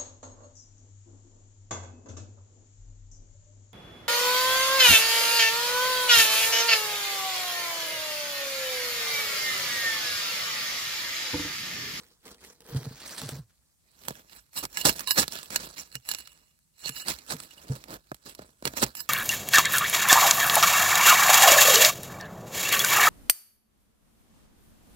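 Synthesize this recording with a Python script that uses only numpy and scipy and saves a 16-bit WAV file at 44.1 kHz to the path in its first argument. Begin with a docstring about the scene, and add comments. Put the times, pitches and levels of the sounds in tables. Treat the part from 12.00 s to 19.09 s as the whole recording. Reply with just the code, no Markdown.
"""Digging in stony soil

Hands turn a stone over, then a long knife digs in forest soil close to the right of a phone.
Slipping grit and leaves rustle, and cracking grains click and make the steel blade ring.
The stone and the loose ground thud low when pushed. The woods behind are nearly silent."""
import sys
import numpy as np
from scipy import signal
from scipy.fft import rfft, irfft, next_fast_len
from scipy.io import wavfile
from scipy.ndimage import uniform_filter1d, map_coordinates

SR = 44100
rng = np.random.default_rng(int(sys.argv[2]) if len(sys.argv) > 2 else 0)


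def persist_wave(psi):
    """Save psi, clipped to +-1, as 16-bit WAV."""
    counts = np.round(np.clip(psi, -1, 1) * 32767).astype(np.int16)
    wavfile.write(sys.argv[1], SR, np.atleast_2d(counts).T)


N = 312669

# Single grains and dry leaves cracking. Each row: start in seconds, treble level in dB, contact. Contact says
# what is touched: about -1 is soft soil, 0 is dry grit, 1 is bare steel.
CRACKS = [(.254, -51, 0.097), (.268, -51, .2), (.694, -56, .3), (0.605, -49.5, -0.15), (1.164, -47, 0.57),
          (1.194, -42, 0.35), (1.216, -35.5, -0.5), (1.29, -35, -0.47), (2.083, -27, -0.068),
          (2.106, -42, -0.98), (2.652, -27, -0.13), (2.771, -21.5, 0.6), (2.812, -30, 0.74),
          (2.852, -12, -0.15), (2.892, -17, 0.53), (2.993, -28, 0.51), (3.006, -29.5, 0.064),
          (3.073, -23.5, 0.82), (3.081, -30, 0.82), (3.107, -15, 0.86), (3.279, -32.5, -0.16),
          (3.322, -32.5, 0.44), (3.354, -35, -0.41), (3.43, -37.5, 0.0034), (3.504, -34, -0.24),
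          (3.559, -15.5, 0.32), (3.953, -26.5, 0.34), (4.088, -25, 0.9), (4.113, -23, 0.67),
          (4.137, -33, 0.25), (4.147, -30, 0.095), (4.185, -39, 0.68), (4.273, -44, 0.1),
          (4.858, -33, -0.27), (4.892, -26, 0.023), (5.083, -22.5, -0.066), (5.186, -41, 0.79),
          (5.366, -41, .1), (5.401, -36.5, 0.011), (5.435, -49, .1), (5.508, -48, 0.7), (5.578, -53.5, 1),
          (5.839, -42.5, -0.075), (5.905, -42, -0.25), (5.94, -38, 0.082), (6.116, -44.5, -1.15),
          (6.144, -45.5, -0.28), (6.296, -46, 0.15), (6.349, -42.5, 0.34), (6.392, -51.5, -1.01),
          (6.419, -49.5, -0.44), (6.624, -45.5, -0.88), (6.653, -18.5, 0.11), (6.675, -24.5, 0.071),
          (6.736, -50, -1.1), (6.825, -20, -0.51), (6.864, -37, -0.3), (6.951, -35, 0.61),
          (7.003, -32, 0.57)]
STONE_TIPS_S, KNIFE_ARRIVES_S = 0.83, 1.9


def undb(db):
    """Turn decibels into a gain."""
    return 10 ** (np.asarray(db) / 20)


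def unit(x):
    """Scale a sound to an average power of 1."""
    return x / np.sqrt(np.mean(x ** 2))


def curve(points):
    """Join (seconds, value) points with straight lines."""
    return np.interp(np.arange(N) / SR, *np.transpose(points))


def wander(rate):
    """Glide to a new random value `rate` times a second."""
    step = int(SR / rate)
    held = np.repeat(rng.standard_normal(N // step + 1), step)
    return unit(uniform_filter1d(held, step)[:N])


def colour(x, points):
    """Filter a sound to follow (Hz, dB) points."""
    size = 4096
    hz, db = np.transpose(points)
    freqs = np.arange(size // 2 + 1) * SR / size
    cepstrum = irfft(np.interp(np.log(freqs + 1), np.log(hz), db) * np.log(10) / 20)
    cepstrum[1:size // 2] *= 2  # folded so that nothing sounds before its cause
    cepstrum[size // 2 + 1:] = 0
    return signal.fftconvolve(x, irfft(np.exp(rfft(cepstrum))))[:N]


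def ring(x, hz, t60):
    """One ringing tone that fades 60 dB in t60 seconds."""
    decay, angle = np.exp(-np.log(1000) / (t60 * SR)), 2 * np.pi * hz / SR
    return signal.lfilter([np.sin(angle)], [1, -2 * decay * np.cos(angle), decay ** 2], x)


def played(tone, x, gain):
    """Shake the filter `tone` with x, as loudly as `gain` says."""
    return tone(x * gain) / np.sqrt(np.mean(tone(x) ** 2))


def quiet_woods():
    """Faint air and microphone hiss, different in each ear."""
    # Each row: frequency in Hz, relative level in dB.
    air_tone = [(15, -40), (25, -11), (154, -2), (399, -24.5), (3510, -28), (7920, -17), (15200, -24.5),
                (16500, -44)]
    return unit(np.array([colour(rng.standard_normal(N), air_tone) for _ in range(2)])) * undb(-71)


def grains(rate, spread_db, fill):
    """Slipping grit: clicks of very uneven size over a hiss of fine sand."""
    hit = rng.random(N) < rate / SR
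    size = undb(spread_db * np.minimum(rng.exponential(size=N), 4.0)) * rng.standard_normal(N)
    return unit(unit(hit * size) + fill * rng.standard_normal(N))


def patchy(x, drift):
    """Grain sizes keep changing, so each frequency band swells and sinks on its own."""
    size = next_fast_len(N)
    spectrum = rfft(x, size)
    edges = np.geomspace(300, SR / 2, len(drift) + 1)
    hz = np.arange(len(spectrum)) * SR / size
    bands = (irfft(spectrum * (hz >= lo) * (hz < hi), size)[:N] for lo, hi in zip(edges, edges[1:]))
    return unit(sum(band * gain for band, gain in zip(bands, drift)))


def strokes_and_cracks():
    """Loudness of grit, soil and steel over time: soft contact sounds the soil, hard contact the steel."""
    # Loose soil trickling. Each row: time in seconds, treble level in dB.
    trickle = [(0, -59.5), (.2, -76.5), (1.4, -96), (1.5, -75), (1.8, -82.5), (2.05, -55.5), (2.5, -78.5),
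               (2.72, -59.5), (3.45, -69), (3.9, -71), (4.3, -63.5), (4.65, -82.5), (5.2, -57), (5.83, -97),
               (6.05, -70), (6.58, -73.5), (6.72, -51), (7.09, -58)]
    # Strokes of hand, stone and blade. Each row: start and length in seconds, treble level in dB,
    # contact, build (0 strikes and dies away, 1 swells and stops dead).
    strokes = [(0.249, 0.081, -52, -0.28, 0.28), (0.409, 0.097, -54, -0.072, 0.33),
               (0.694, 0.17, -48.5, -0.5, 0.44), (0.994, 0.209, -44, 0.22, 0.77),
               (1.194, .07, -42, -0.0079, 0.21), (1.274, 0.11, -49.5, -0.5, 0.65),
               (2.08, 0.029, -44, -0.37, 0.079), (2.149, 0.074, -56, -0.2, 0.12),
               (2.303, 0.094, -52.5, 0.46, 0.43), (2.559, 0.047, -33.5, 0.71, 0.39),
               (2.629, 0.02, -33.5, -0.38, 0.24), (2.763, 0.055, -34, 0.61, 0.62),
               (2.85, 0.043, -21, -0.051, 0.24), (2.882, 0.02, -26, .3, .2),
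               (2.956, 0.088, -42, 0.12, 0.18), (3.069, 0.061, -39.5, 1.24, .15),
               (3.106, 0.012, -28.5, 1.05, 0.046), (3.173, 0.029, -15, 0.46, 0.43),
               (3.203, 0.035, -27, -0.014, 0.57), (3.307, 0.12, -41, 0.29, 0.59),
               (3.522, 0.059, -35, 0.16, 1), (3.576, .11, -42, -0.074, 0.15),
               (3.761, 0.064, -41.5, 0.37, 0.047), (3.94, 0.025, -42, 0.89, 0.59),
               (4.077, 0.085, -41, 0.75, 0.36), (4.174, 0.051, -51, 0.56, .1),
               (4.23, 0.16, -58.5, 0.8, 0.12), (4.832, 0.056, -36.5, 0.89, 0.66),
               (4.947, 0.088, -40, 0.85, 0.76), (5.079, 0.048, -30, 0.16, 0.44),
               (5.3, 0.04, -29.5, -0.059, 0.42), (5.37, .1, -49, 0.23, 0.24), (5.506, 0.36, -55, .05, 0.59),
               (5.683, 0.091, -52.5, -1.01, 0.9), (5.896, 0.067, -45.5, -0.83, 0.61),
               (6.252, 0.068, -47.5, -0.18, 0.2), (6.379, 0.083, -57, -0.76, 0.2),
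               (6.652, 0.032, -35, -0.38, 0.32), (6.766, 0.032, -27.5, 0.43, 0.32),
               (6.821, .022, -21.5, -0.16, 0.41), (6.85, 0.03, -42.5, -0.55, 0.2),
               (6.965, 0.04, -41, 0.96, 0.24)]
    t = np.arange(N) / SR
    power = undb(curve(trickle) + 2.0 * wander(23) + np.array([[0], [-9], [-20]])) ** 2
    uneven_db = 2.0 * wander(90)
    for start, length, db, contact, build in strokes:
        rise, fall = 0.87 * length * np.clip([build, 1 - build], .03, 1)  # seconds per 12 dB
        span = slice(max(int((start - 3 * rise) * SR), 0), int((start + length + 3 * fall) * SR))
        early = np.maximum((start - t[span]) / rise + .5, 0)
        late = np.maximum((t[span] - start - length) / fall + .5, 0)
        levels = db + np.array([[0], [-9.5 - 13 * contact], [-16 + 20 * contact]])
        power[:, span] += undb(levels - 12 * (early + late) + uneven_db[span]) ** 2
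    age = t[:SR // 20]
    crack = (1 - np.exp(-age / 0.00054)) * undb(-60 * age / 0.021)
    for start, db, contact in CRACKS:
        i = int(start * SR)
        levels = db + np.array([[0], [-13 - 26 * contact], [-15 + 22.5 * contact]])
        power[:, i:i + len(age)] += (crack / crack.max() * undb(levels)) ** 2
    # small grains crack at random on top of whatever moves
    ticks = (rng.random(N) < 80 / SR) * undb(11 + 3.5 * rng.standard_normal(N)) ** 2
    power[0] += np.minimum(power[0], undb(-52) ** 2) * signal.fftconvolve(ticks, crack ** 4)[:N]
    # what the blade takes up is not heard as dry crackle
    power[0] *= power[0] / (power[0] + power[2])
    return np.sqrt(np.abs(power))


def stone_ring(x):
    """The dragged stone rings hollow."""
    # Each row: pitch in Hz, level in dB, ring time in seconds.
    stone_tones = [(480, 0, .05), (3230, -5, .025), (5700, -5, .018)]
    return sum(undb(db) * ring(x, hz, t60) for hz, db, t60 in stone_tones)


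def ground_rumble(shake):
    """The loose ground answers every push with a low rumble."""
    band = signal.butter(2, [46, 78], "bandpass", fs=SR, output="sos")
    push = uniform_filter1d(shake, 1500) ** 0.62 + undb(-63.0)
    return played(lambda x: signal.sosfilt(band, x), rng.standard_normal(N), undb(-29) * push)


def rocking_thuds():
    """A rough push rocks the stone unevenly; its pitch sags and two hollow overtones knock along."""
    # Each row: start in seconds, level in dB, length of the push in seconds.
    pushes = [(0.721, -39, 0.022), (0.744, -28, 0.03), (.8, -45, 0.081), (.86, -38.5, 0.019),
              (0.907, -35, 0.0051), (1.223, -37.5, 0.048), (1.318, -37, 0.082), (3.18, -47, 0.009),
              (3.95, -41.5, 0.01), (4.895, -44, 0.018), (5.335, -42.5, 0.022), (5.698, -25, 0.022),
              (6.82, -46, 0.029)]
    rock_hz, sag_per_s, ring_s = 143.4, 1.45, 0.12
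    out = np.zeros(N)
    t = np.arange(SR // 4) / SR
    wobble, rough = wander(70), wander(110)
    for (start, db, length), phase in zip(pushes, rng.random((len(pushes), 3))):
        span = slice(int(start * SR), int(start * SR) + len(t))
        fade = np.minimum(t / 0.0056, 1) * undb(db - 60 * np.maximum(t - length, 0) / ring_s)
        cycles = np.cumsum(rock_hz * (1 - sag_per_s * t + 0.083 * wobble[span])) / SR
        rock = undb(3.3 * rough[span]) * np.sin(2 * np.pi * (cycles + phase[0]))
        knock = undb(-4) * np.sin(2 * np.pi * (250 * t + phase[1]))
        knock += undb(-8) * np.sin(2 * np.pi * (450 * t + phase[2]))
        out[span] += fade * (rock + knock * undb(3.7 * wobble[span] - 380 * t))
    return out


def blade_ring(x, shift):
    """Moving contact feeds the steel's tones unevenly; soil around it shortens them and alters their mix."""
    # Each row: pitch in Hz, level in dB, change in dB when buried, free ring time in seconds.
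    steel_tones = [(1034, -11, -8, 0.045), (1670, -5, -4, 0.03), (2890, -1, 3, .045), (3863, -5, -3, .04),
                   (4340, 0, 1, 0.035), (4980, 2, -5, 0.03), (5400, -2, -3, 0.025), (6180, -6, 0, .035),
                   (7220, -9, 6, .045), (7600, -3, -4, 0.045), (7860, -7, 4, 0.045), (8650, -6, -1, .035),
                   (10900, -4, -1, 0.03), (12700, -8, 6, 0.035), (13410, 1, -12, 0.09), (15000, -7, 2, .04)]
    # Contact near the thin tip favours high tones. Each row: time in seconds, tilt in dB per octave.
    tip_contact = [(2.65, 3), (2.8, 0), (6.85, 0), (6.95, 2.5)]
    t = np.arange(N) / SR
    buried = (t > 3.35) & (t < 6.9)
    tilt = curve(tip_contact)
    out = np.zeros(N)
    for k, (hz, db, buried_db, t60) in enumerate(steel_tones):
        gain = undb(db + tilt * np.log2(hz / 4000)) * np.roll(shift, k * N // len(steel_tones))
        push = (-1) ** k * gain * x
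        out += ring(push * ~buried, hz, t60)
        out += ring(push * buried * undb(buried_db), hz, t60 * 0.82)
    return out


def digging(apart):
    """Grit crackles and rings the blade, clods sound the soil; `apart` is the far side's own grit share."""
    # The tone of grit and of soil. Each row: frequency in Hz, relative level in dB.
    grit_tone = [(400, -17.5), (900, 0.5), (1700, 2.5), (2800, -1.5), (4400, 5), (6500, 0.5), (8000, -0.5),
                 (12000, -5), (16500, -3)]
    soil_tone = [(40, -49), (130, -0.5), (250, 0), (600, -1.5), (1100, -7), (1800, -9.5), (4000, -39)]
    grit_gain, soil_gain, steel_gain = strokes_and_cracks()
    grit, other = (grains(4000, spread_db=3.0, fill=0.6) for _ in range(2))
    drift = [undb(2.8 * wander(55)) for _ in range(12)]
    grit, other = patchy(grit, drift), patchy(other, drift)
    clods = grains(1500, spread_db=6.0, fill=1.33)
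    snap = np.zeros(N)  # every crack opens with one sharp break
    snap[(np.array(CRACKS)[:, 0] * SR).astype(int) + SR // 1000] = 1
    soil = played(lambda x: colour(x, soil_tone), clods + 4.0 * snap, soil_gain)
    dragged = np.arange(N) < STONE_TIPS_S * SR
    stone = undb(-2) * played(stone_ring, clods, soil_gain * dragged)
    steel_gain *= np.arange(N) > KNIFE_ARRIVES_S * SR
    shift = undb(3.0 * wander(40))
    far_grit = np.sqrt(1 - apart) * grit + np.sqrt(apart) * other
    sides = []
    for drive in (far_grit + 2.0 * snap, grit + 9.1 * snap):
        crackle = played(lambda x: colour(x, grit_tone), drive, grit_gain)
        steel = played(lambda x: blade_ring(x, shift), drive, steel_gain)
        sides.append(crackle + steel + soil + stone)
    return sides, soil_gain


def far_microphone(x):
    """The further right the work, the later and duller it reaches the left microphone."""
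    # Each row: time in seconds, direction of the work (0 ahead, 1 right).
    direction = [(0, .5), (1.45, 0), (1.9, 1), (7.09, 1)]
    # The sound shadow on the left. Each row: frequency in Hz, gain in dB.
    shadow = [(60, -1), (600, -2), (1200, -7), (2400, -5), (4400, -13), (8000, -4), (15000, -6)]
    side = curve(direction)
    shade = np.clip(side, .3, 1)
    dulled = shade * colour(x, shadow) + (1 - shade) * x
    return map_coordinates(dulled, [np.arange(N) - 12 * side], order=3)  # up to 12 samples late


def stone_echoes(x, t60):
    """Nearby stones send a different short smear of echoes to each microphone."""
    t = np.arange(int(t60 * SR)) / SR
    tails = rng.standard_normal((2, len(t))) * undb(-60 * t / t60)
    return np.array([signal.fftconvolve(x, tail / np.linalg.norm(tail))[:N] for tail in tails])


def scene():
    """Mix the digging, its low thuds and the quiet woods in stereo."""
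    (far, right), soil_gain = digging(apart=.7)
    thud = rocking_thuds()
    direct = undb(3) * np.array([far_microphone(far), right])
    echoes = undb(-12) * stone_echoes(right, t60=.02)
    rumble = ground_rumble(soil_gain + 0.22 * np.abs(thud))
    low = thud * undb([[-.6], [.6]]) + rumble * undb([[-1.2], [1.2]])
    return direct + echoes + low + quiet_woods()


def record(dry):
    """The phone rounds the loudest peaks and steeply cuts the highest treble."""
    treble_cut = signal.ellip(12, .2, 100, 15900, fs=SR, output="sos")
    return signal.sosfilt(treble_cut, .9 * np.tanh(dry / .9))


dry = scene()
out = record(dry)
persist_wave(out)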